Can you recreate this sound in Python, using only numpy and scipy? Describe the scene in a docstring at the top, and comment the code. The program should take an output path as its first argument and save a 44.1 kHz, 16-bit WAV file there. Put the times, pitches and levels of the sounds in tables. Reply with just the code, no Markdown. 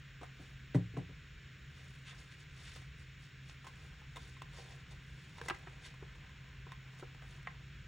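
"""A small hollow card model sounds as two hands press its glued flaps together on a desk.
Fingertips buckle the card and set its flaps ringing; friction of skin, paper and cut edges excites
its resonances, and the squeezed joint creaks faintly. Bumps drive the desk's bending modes and rattle
the card. A close two-port microphone also hears the quiet room: motor hum, rumble, hiss, a faint whine."""
import sys
import numpy as np
from scipy import signal
from scipy.fft import rfft, irfft
from scipy.io import wavfile
from scipy.ndimage import uniform_filter1d

SR = 44100
rng = np.random.default_rng(int(sys.argv[2]) if len(sys.argv) > 2 else 0)


def pcm_store(signal):
    """Save signal as 16-bit PCM."""
    levels = np.round(np.clip(np.atleast_2d(signal), -1, 1) * 32767)
    wavfile.write(sys.argv[1], SR, levels.astype(np.int16).T)


N = 347067
TIME = np.arange(N) / SR

# motor hum and high whine: (frequency [Hz], rms level [dB])
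ROOM_TONES = [(131.7, -57), (263.4, -78.5), (15558, -81.5)]
# rumble, hiss and diffuse air noise of the room: (frequency [Hz], spectral density [dB])
RUMBLE_SPECTRUM = [(10, -116), (25, -92), (52, -73), (80, -76), (110, -83), (145, -74), (185, -87.5),
                   (260, -97), (450, -101), (750, -119), (2000, -145)]
HISS_SPECTRUM = [(500, -125), (850, -113), (1020, -104), (1150, -102), (1550, -92.5), (2500, -94),
                 (3800, -101), (4700, -109.5), (5400, -107), (5950, -113), (7000, -108), (8600, -123),
                 (12500, -131), (15600, -112)]
AIR_SPECTRUM = [(30, -108), (130, -96.5), (220, -99), (450, -101), (800, -109), (1400, -116), (3000, -123),
                (4300, -121), (4950, -114), (5700, -124), (9000, -135)]
# squeeze of the fingers on the joint: (time [s], grip [0-1])
JOINT_GRIP = [(0, 0.08), (1.7, 0), (2.1, 0.9), (2.8, 0), (2.88, 0), (3.3, 0), (3.6, 0.23), (5.9, 0.76),
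              (6.5, 0.4), (7.4, 1), (7.8, 0.1)]
# resonances of the hollow model: (frequency [Hz], bandwidth [Hz], gain [dB])
CARD_RESONANCES = [(310, 45, 2), (365, 50, 1), (480, 45, 0), (765, 55, 5), (985, 70, 4), (1050, 60, 1),
                   (1270, 50, 1), (1580, 70, 5), (1890, 70, 5), (2060, 80, 4), (2680, 70, 5), (3060, 80, 3),
                   (3540, 80, 4)]
# taps on the card, mostly by fingertips; the row at 0.967 s is the card's sharp first clack as a desk bump
# jolts it: (time [s], knock level [dB], hardness [0 pad to 1 nail], scuff level [dB], buckling t60 [s], flap
# pitch [Hz], ring level [dB], overtone tilt [dB/octave])
CARD_TAPS = [(.213, -50.5, 0.14, -59, 0.1, 313, -55, 6), (.231, -51, 0.48, -54, 0.1, 733, -48, -7),
             (.7458, -47, 0.64, -53, 0.034, 1970, -47, -15),
             (.967, -51.5, 0.67, -72, 0.037, 1114, -52, -8),
             (2.759, -62, 0.83, -49, 0.082, 1090, -67, -4), (2.818, -63, 0.6, -59, 0.041, 970, -79, 0),
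             (3.496, -57, 1, -69, 0.028, 1070, -70, 6), (3.644, -58, 0.42, -55, 0.11, 1050, -60, -6),
             (3.668, -66, 0.37, -49, 0.1, 1065, -56, -10), (4.015, -65, 0.43, -69, .04, 870, -65, -6),
             (4.159, -56.5, 0.34, -50.5, .06, 1060, -59, 18),
             (4.168, -53, .48, -52, 0.047, 1010, -53.5, 10), (4.178, -70, 0.39, -72, 0.066, 467, -57, 5),
             (4.367, -67, 0.75, -67, 0.1, 1060, -60, 4), (4.4192, -55, 0.9, -48, 0.027, 1020, -52.5, -15),
             (4.535, -72, 0.47, -69, 0.035, 1030, -68, 4), (4.707, -66, 0.51, -67, .05, 760, -70, -3),
             (5.383, -56, 0.63, -70, 0.14, 900, -58, -5), (5.414, -50.5, .8, -51.5, 0.023, 467, -48, 5),
             (5.459, -58, 0.33, -58, .07, 480, -53, 6), (5.4837, -49, 0.63, -37.5, .03, 2035, -41, -16),
             (5.4989, -41, 0.84, -45, 0.026, 795, -41, 3),
             (5.504, -41, 0.7, -66, 0.028, 1603, -46.5, -12), (5.508, -38, 0.53, -69, .03, 350, -45, 1),
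             (5.546, -64, 0.49, -56, 0.039, 2050, -55, -14), (5.563, -66, .91, -66, .05, 1970, -61, -12),
             (5.671, -51, .6, -74, 0.065, 370, -55.5, 4), (5.94, -72, 0.61, -61, .06, 1040, -64, 0),
             (6.025, -55.5, 0.42, -76, 0.1, 396, -51.5, -24), (6.154, -63, 0.33, -63, 0.07, 765, -77, -1),
             (6.293, -72, .6, -67, .04, 1020, -65, 4), (6.486, -75, 0.55, -70, .04, 1000, -72, 2),
             (6.666, -57, 0.4, -80, 0.068, 397, -59, -7),
             (6.719, -52.5, 0.67, -54, 0.054, 1044, -49.5, 2),
             (6.996, -66, 0.5, -53, 0.051, 1010, -73, -2),
             (7.026, -48.5, 0.18, -70, 0.053, 372, -49, 5.5),
             (7.147, -60.5, 0.35, -61, 0.024, 974, -73, 3), (7.22, -56, 0.52, -60, 0.19, 994, -70, -2),
             (7.429, -77, 0.44, -61, .02, 1000, -78, 0),
             (7.4715, -40, 0.61, -67, 0.032, 1863, -50.5, -10)]
# scuff of a touch: (frequency [Hz], relative density [dB])
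SCUFF_SPECTRUM = [(1000, 5), (2400, 5), (3500, 0), (4700, -1), (9500, -3), (13000, -23), (16000, 1)]
# modes of a flap: (frequency ratio [1], relative level [dB], t60 [s])
FLAP_MODES = [(0.998, 3, 0.045), (1.96, -1, 0.015), (3.52, -9.5, 0.028)]
# bumps on the desk: (time [s], level [dB], contact time [s])
DESK_BUMPS = [(0.392, -53, 0.0016), (0.7431, -23.5, 0.0017), (.934, -47, 0.0023), (0.9654, -35.5, .0014),
              (1.086, -51.5, 0.0021)]
# modes of the desk top: (frequency [Hz], relative level [dB], t60 [s])
DESK_MODES = [(110, -4.5, 0.45), (133, 5.5, 0.12), (175, -2.5, .3), (270, -1.5, 0.14), (303, -12.5, 0.24),
              (404, -12, .18), (490, -28, .09), (573, -22, 0.073), (690, -26, .12)]
# first bending wave through the desk: (frequency [Hz], relative density [dB])
DESK_WAVE_SPECTRUM = [(60, -28), (130, -23), (230, 7), (420, 5), (700, -20), (2000, -5), (5000, -47)]
# strokes of skin and paper: (time of peak speed [s], slowing time [s], level [dB], pressure [0-1])
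RUB_STROKES = [(0.44, 0.26, -65.5, 0.65), (1.777, 0.17, -64.5, 0.46), (1.88, 0.38, -64.5, 0.3),
               (2.196, 0.21, -60.5, .25), (2.407, 0.089, -62, 0), (2.613, 0.27, -59.5, 0.34),
               (2.738, 0.25, -58, 0), (3.003, 0.11, -63, 0), (3.235, .1, -59, .13), (3.497, 0.11, -60, 0.5),
               (3.807, 0.53, -66.5, 0.63), (4.24, 0.3, -59.5, 0.25), (4.586, 0.19, -56.5, 0.71),
               (4.706, 0.25, -61, 0.79), (4.919, 0.081, -62, 0.8), (5.22, 0.82, -67, 0),
               (5.386, 0.053, -57.5, 0.93), (5.462, 0.12, -56.5, 0.54), (5.57, 1, -68, 1),
               (5.86, 0.1, -55.5, 0.46), (6.99, 0.21, -65, 0.6), (7.313, 0.2, -64, 0.46)]
# fingertip drag, card rasp, fibre hiss and scraping edge: (frequency [Hz], relative density [dB])
DRAG_SPECTRUM = [(150, -64), (380, 0.5), (750, 0.5), (1150, -9.5), (3000, -22), (8000, -69)]
RASP_SPECTRUM = [(500, -28), (1200, -3), (2200, -2), (3500, -6), (5000, -5), (10000, -24)]
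FIBRE_SPECTRUM = [(1000, -37), (3500, 13.5), (5000, 10.5), (7000, 6), (10000, -7), (13000, -29), (16000, 1)]
EDGE_SPECTRUM = [(700, -21), (1400, -5), (2500, 0), (3900, -2), (5000, -7), (10000, -13.5), (13000, -43)]
# strokes of a cut edge: (time of peak speed [s], slowing time [s], level [dB])
EDGE_STROKES = [(2.092, 0.088, -49.3), (2.324, 0.071, -56), (2.679, 0.18, -53), (5.856, 0.1, -53)]
# lead of the left port over the right: (frequency [Hz], phase [rad])
PORT_PHASE = [(560, 0), (760, -1.7), (1000, .1), (1300, -.4), (1600, 0), (2450, -.2), (2750, .4),
              (4100, -.1), (4700, -1.1), (5200, -5.2), (5600, -6.1), (6300, -6.4), (9500, -8),
              (12500, -9.4), (15800, -10.4)]


def undb(db):
    """Amplitude grows tenfold for every 20 dB."""
    return 10 ** (np.asarray(db) / 20)


def unit(x):
    """Normalisation sets the rms to 1."""
    return x / np.sqrt(np.mean(x ** 2))


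def decay(t, t60):
    """Damping lowers a vibration exponentially, by 60 dB in t60 seconds."""
    return np.exp(-np.log(1000) * t / t60)


def along(points):
    """Interpolation over log frequency gives a table's value at every spectral bin."""
    hz, value = np.transpose(points)
    return np.interp(np.log(np.fft.rfftfreq(N, 1 / SR) + 0.00089), np.log(hz), value)


def colour(x, points):
    """Filtering multiplies the spectrum by a curve of (frequency [Hz], gain [dB])."""
    return irfft(rfft(x) * undb(along(points)), N)


def noise(points):
    """Filtered white noise takes on the given spectral density."""
    return colour(rng.standard_normal(N), points) * np.sqrt(SR / 2)


def wander(rate_hz):
    """Smoothing random steps gives a slow fluctuation of rms 1."""
    size = int(SR / rate_hz)
    steps = np.repeat(rng.standard_normal(N // size + 1), size)
    return unit(uniform_filter1d(uniform_filter1d(steps, size), size)[:N])


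def add(track, s, sound):
    """Sounds superpose: a short one joins the track at time s."""
    start = int(s * SR)
    track[start:start + len(sound)] += sound[:N - start]


def grains(per_s, spread_db):
    """Fibres catch independently, forming a Poisson train of unequal clicks."""
    hits = rng.random(N) < per_s / SR
    signs = rng.choice([-1, 1], N)
    sizes = undb(spread_db * np.minimum(rng.exponential(size=N), 4))
    return unit(hits * signs * sizes)


def bend(x, lag_s):
    """Dispersion: high bending waves arrive first, so a click falls in pitch; lag_s holds at 1 kHz."""
    hz = np.fft.rfftfreq(2 * len(x), 1 / SR)
    phase = 4 * np.pi * lag_s * np.sqrt(1000 * hz)
    return irfft(rfft(x, 2 * len(x)) * np.exp(-1j * phase))[:len(x)]


def background(waver_db=1.84, swell_db=1):
    """A motor's harmonic hum and a faint whine superpose on broadband rumble and hiss."""
    tones = sum(undb(db) * np.sqrt(2) * np.sin(2 * np.pi * (hz * TIME + rng.random()))
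                for hz, db in ROOM_TONES)
    tones *= undb(waver_db * wander(1.946))
    rumble = noise(RUMBLE_SPECTRUM) * undb(swell_db * wander(4.9))
    return tones + rumble + noise(HISS_SPECTRUM)


def creaks(level_db=-76, t60=0.1):
    """Stick-slip: the squeezed joint yields in dull ticks whose amplitude follows the grip."""
    ticks = grains(per_s=70, spread_db=2) * np.interp(TIME, *np.transpose(JOINT_GRIP))
    envelope = signal.fftconvolve(np.abs(ticks), decay(TIME[:SR // 10], t60))[:N]
    bursts = envelope * rng.standard_normal(N)
    dull = colour(bursts, [(200, -12), (500, -4), (1100, 0), (2000, -6), (8000, -26)])
    return unit(dull) * undb(level_db)


def card_body(x, direct_db=-4):
    """Resonance: the hollow model reinforces contact sounds near its natural frequencies."""
    rings = sum(undb(db) * signal.lfilter(*signal.iirpeak(hz, hz / width, fs=SR), x)
                for hz, width, db in CARD_RESONANCES)
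    return undb(direct_db) * x + .5 * rings


def knocks(touches, pad_hz=318, nail_hz=2630, half_band_octaves=0.92, rise_s=0.0003, snap_t60=0.027):
    """Buckling: a touch gives a snap and a burst of clicks, higher if harder, while fibres scuff."""
    out, t = np.zeros(N), TIME[:SR // 6]
    buckles = grains(per_s=26000, spread_db=2)
    fibres = colour(grains(per_s=10000, spread_db=-4.5), SCUFF_SPECTRUM)
    for s, db, hardness, scuff_db, t60, *_ in touches:
        now = (int(s * SR) + np.arange(len(t))) % N
        envelope = (1 - np.exp(-t / rise_s)) * decay(t, t60)
        centre_hz = pad_hz * (nail_hz / pad_hz) ** hardness
        edges_hz = centre_hz * 2 ** (half_band_octaves * np.array([-1, 1]))
        band = signal.butter(3, edges_hz, "bandpass", fs=SR, output="sos")
        snap = unit(bend(signal.sosfilt(band, 1. * (t == 0)), lag_s=0.000898))
        burst = unit(signal.sosfilt(band, buckles[now] * envelope))
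        knock = unit(burst + snap * snap_t60 / t60)  # the snap dominates short touches
        scuff = unit(fibres[now] * envelope)
        touch = undb(db) * knock + undb(scuff_db) * scuff
        add(out, s, touch * np.sqrt(.01 / t[-1]))  # energy referred to 10 ms
    return out


def flaps(rise_s=0.00035):
    """Free vibration: a tapped flap rings in damped modes, pitched by how much the fingers leave free."""
    out, t = np.zeros(N), TIME[:SR // 8]
    for s, *_, hz, db, tilt_db in CARD_TAPS:
        ring = sum(undb(mode_db + tilt_db * np.log2(ratio))
                   * np.sin(2 * np.pi * hz * ratio * t) * decay(t, t60)
                   for ratio, mode_db, t60 in FLAP_MODES)
        ring *= 1 - np.exp(-t / rise_s)
        add(out, s, undb(db) * unit(ring) * np.sqrt(.01 / t[-1]))  # energy referred to 10 ms
    return out


def desk(wave_db=-11, radiation_hz=86):
    """Impact launches a bending wave and rings the desk's modes; shorter contact sounds brighter."""
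    out, t = np.zeros(N), TIME[:SR // 2]
    ring = sum((-1) ** k * undb(db) * np.sin(2 * np.pi * hz * t) * decay(t, t60)
               for k, (hz, db, t60) in enumerate(DESK_MODES))
    wave = unit(colour(1. * (TIME == 0), DESK_WAVE_SPECTRUM)[:len(t)])
    response = bend(ring + wave * np.std(ring) * undb(wave_db), lag_s=0.00259)
    for s, db, contact_s in DESK_BUMPS:
        force = np.sin(np.pi * np.minimum(t[:SR // 50] / contact_s, 1)) ** 2
        add(out, s, undb(db) * signal.fftconvolve(response, force / force.sum()))
    # the desk radiates low frequencies poorly
    return signal.sosfilt(signal.butter(2, radiation_hz, "highpass", fs=SR, output="sos"), out)


def rattle_touches(full_jolt_db=-24.5, growth=0.74, sharp_contact_s=0.0027,
                   lag_s=0.0062, hardness=0.044, scuff_db=-11.5, t60=0.13):
    """Base excitation: each bump jolts the card against the desk, more when strong and abrupt."""
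    touches = []
    for s, db, contact_s in DESK_BUMPS:
        jolt_db = db + 40 * np.log10(sharp_contact_s / contact_s)
        knock_db = full_jolt_db + growth * jolt_db
        touches.append((s + lag_s, knock_db, hardness, knock_db + scuff_db, t60))
    return touches


def stroke(peak_s, slowing_s, rise_ratio=0.84, speed_exponent=5.2):
    """Friction noise power follows a power law of speed, which rises and falls over a stroke."""
    speed = np.interp(TIME, [peak_s - rise_ratio * slowing_s, peak_s, peak_s + slowing_s], [0, 1, 0])
    return speed ** speed_exponent


def crackle(low_hz=4300, high_hz=10300):
    """Fibres flick free and ring as damped resonators, each at its own high pitch."""
    return unit(sum(signal.lfilter(*signal.iirpeak(hz, Q=7, fs=SR), grains(per_s=140, spread_db=3))
                    for hz in np.geomspace(low_hz, high_hz, 10)))


def slides(catch_db=1.5, crackle_db=-2.5):
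    """Sliding friction: skin and paper catch unevenly; pressure lifts drag and rasp over fibre hiss."""
    power = np.zeros((3, N))
    for s, slowing_s, db, pressure in RUB_STROKES:
        drag_db = db - 17 + 19 * pressure
        rasp_db = db - 18.5 + 16 * pressure
        power += np.outer(undb([drag_db, rasp_db, db]) ** 2, stroke(s, slowing_s))
    drag = unit(colour(grains(per_s=1100, spread_db=3), DRAG_SPECTRUM))
    rasp = unit(colour(grains(per_s=1400, spread_db=7.5), RASP_SPECTRUM))
    hiss = unit(colour(grains(per_s=2000, spread_db=0.5), FIBRE_SPECTRUM))
    fibres = unit(hiss + undb(crackle_db) * crackle())
    return np.sum(np.sqrt(power) * [drag, rasp, fibres], axis=0) * undb(catch_db * wander(90))


def scrapes(catch_db=1.5):
    """Stick-slip: a cut edge stutters across the card in bright, gritty clicks."""
    power = sum(undb(db) ** 2 * stroke(s, slowing_s) for s, slowing_s, db in EDGE_STROKES)
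    grit = unit(colour(grains(per_s=2600, spread_db=0.5), EDGE_SPECTRUM))
    return np.sqrt(power) * grit * undb(catch_db * wander(110))


def ports(x):
    """Phase difference: both ports receive the same level, shifted by a frequency-dependent angle."""
    turn = np.exp(.5j * along(PORT_PHASE))
    return irfft(rfft(x) * np.array([turn, turn.conj()]), N)


def room(x, wet_db, t60=0.21, first_echo_s=0.008, dull_hz=4500):
    """Reverberation: wall reflections merge into a short, dull tail, different at each port."""
    t = TIME[:SR // 2]
    tail = rng.standard_normal((2, len(t))) * decay(t, t60) * (t > first_echo_s)
    tail = signal.lfilter(*signal.butter(1, dull_hz, fs=SR), tail)
    tail /= np.sqrt(np.sum(tail ** 2, axis=1, keepdims=True))
    return undb(wet_db) * signal.fftconvolve(x[None], tail, axes=1)[:, :N]


def scene(desk_left_db=0.6):
    """Superposition: direct sound, reverberation and diffuse air noise add at the two ports."""
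    contacts = creaks() + knocks(CARD_TAPS + rattle_touches()) + slides() + scrapes()
    paper = card_body(contacts) + flaps()
    thuds = desk()
    desk_pan = undb([[desk_left_db / 2], [-desk_left_db / 2]])
    direct = ports(paper + background()) + ports(thuds) * desk_pan
    reverberation = room(paper, wet_db=-16.5) + room(thuds, wet_db=-30)
    air = np.array([noise(AIR_SPECTRUM), noise(AIR_SPECTRUM)])
    return direct + reverberation + air


def record(dry, cutoff_hz=15850):
    """Band limiting: a steep low-pass filter removes the highest treble."""
    return signal.sosfilt(signal.ellip(10, .1, 80, cutoff_hz, fs=SR, output="sos"), dry)


dry = scene()
out = record(dry)
pcm_store(out)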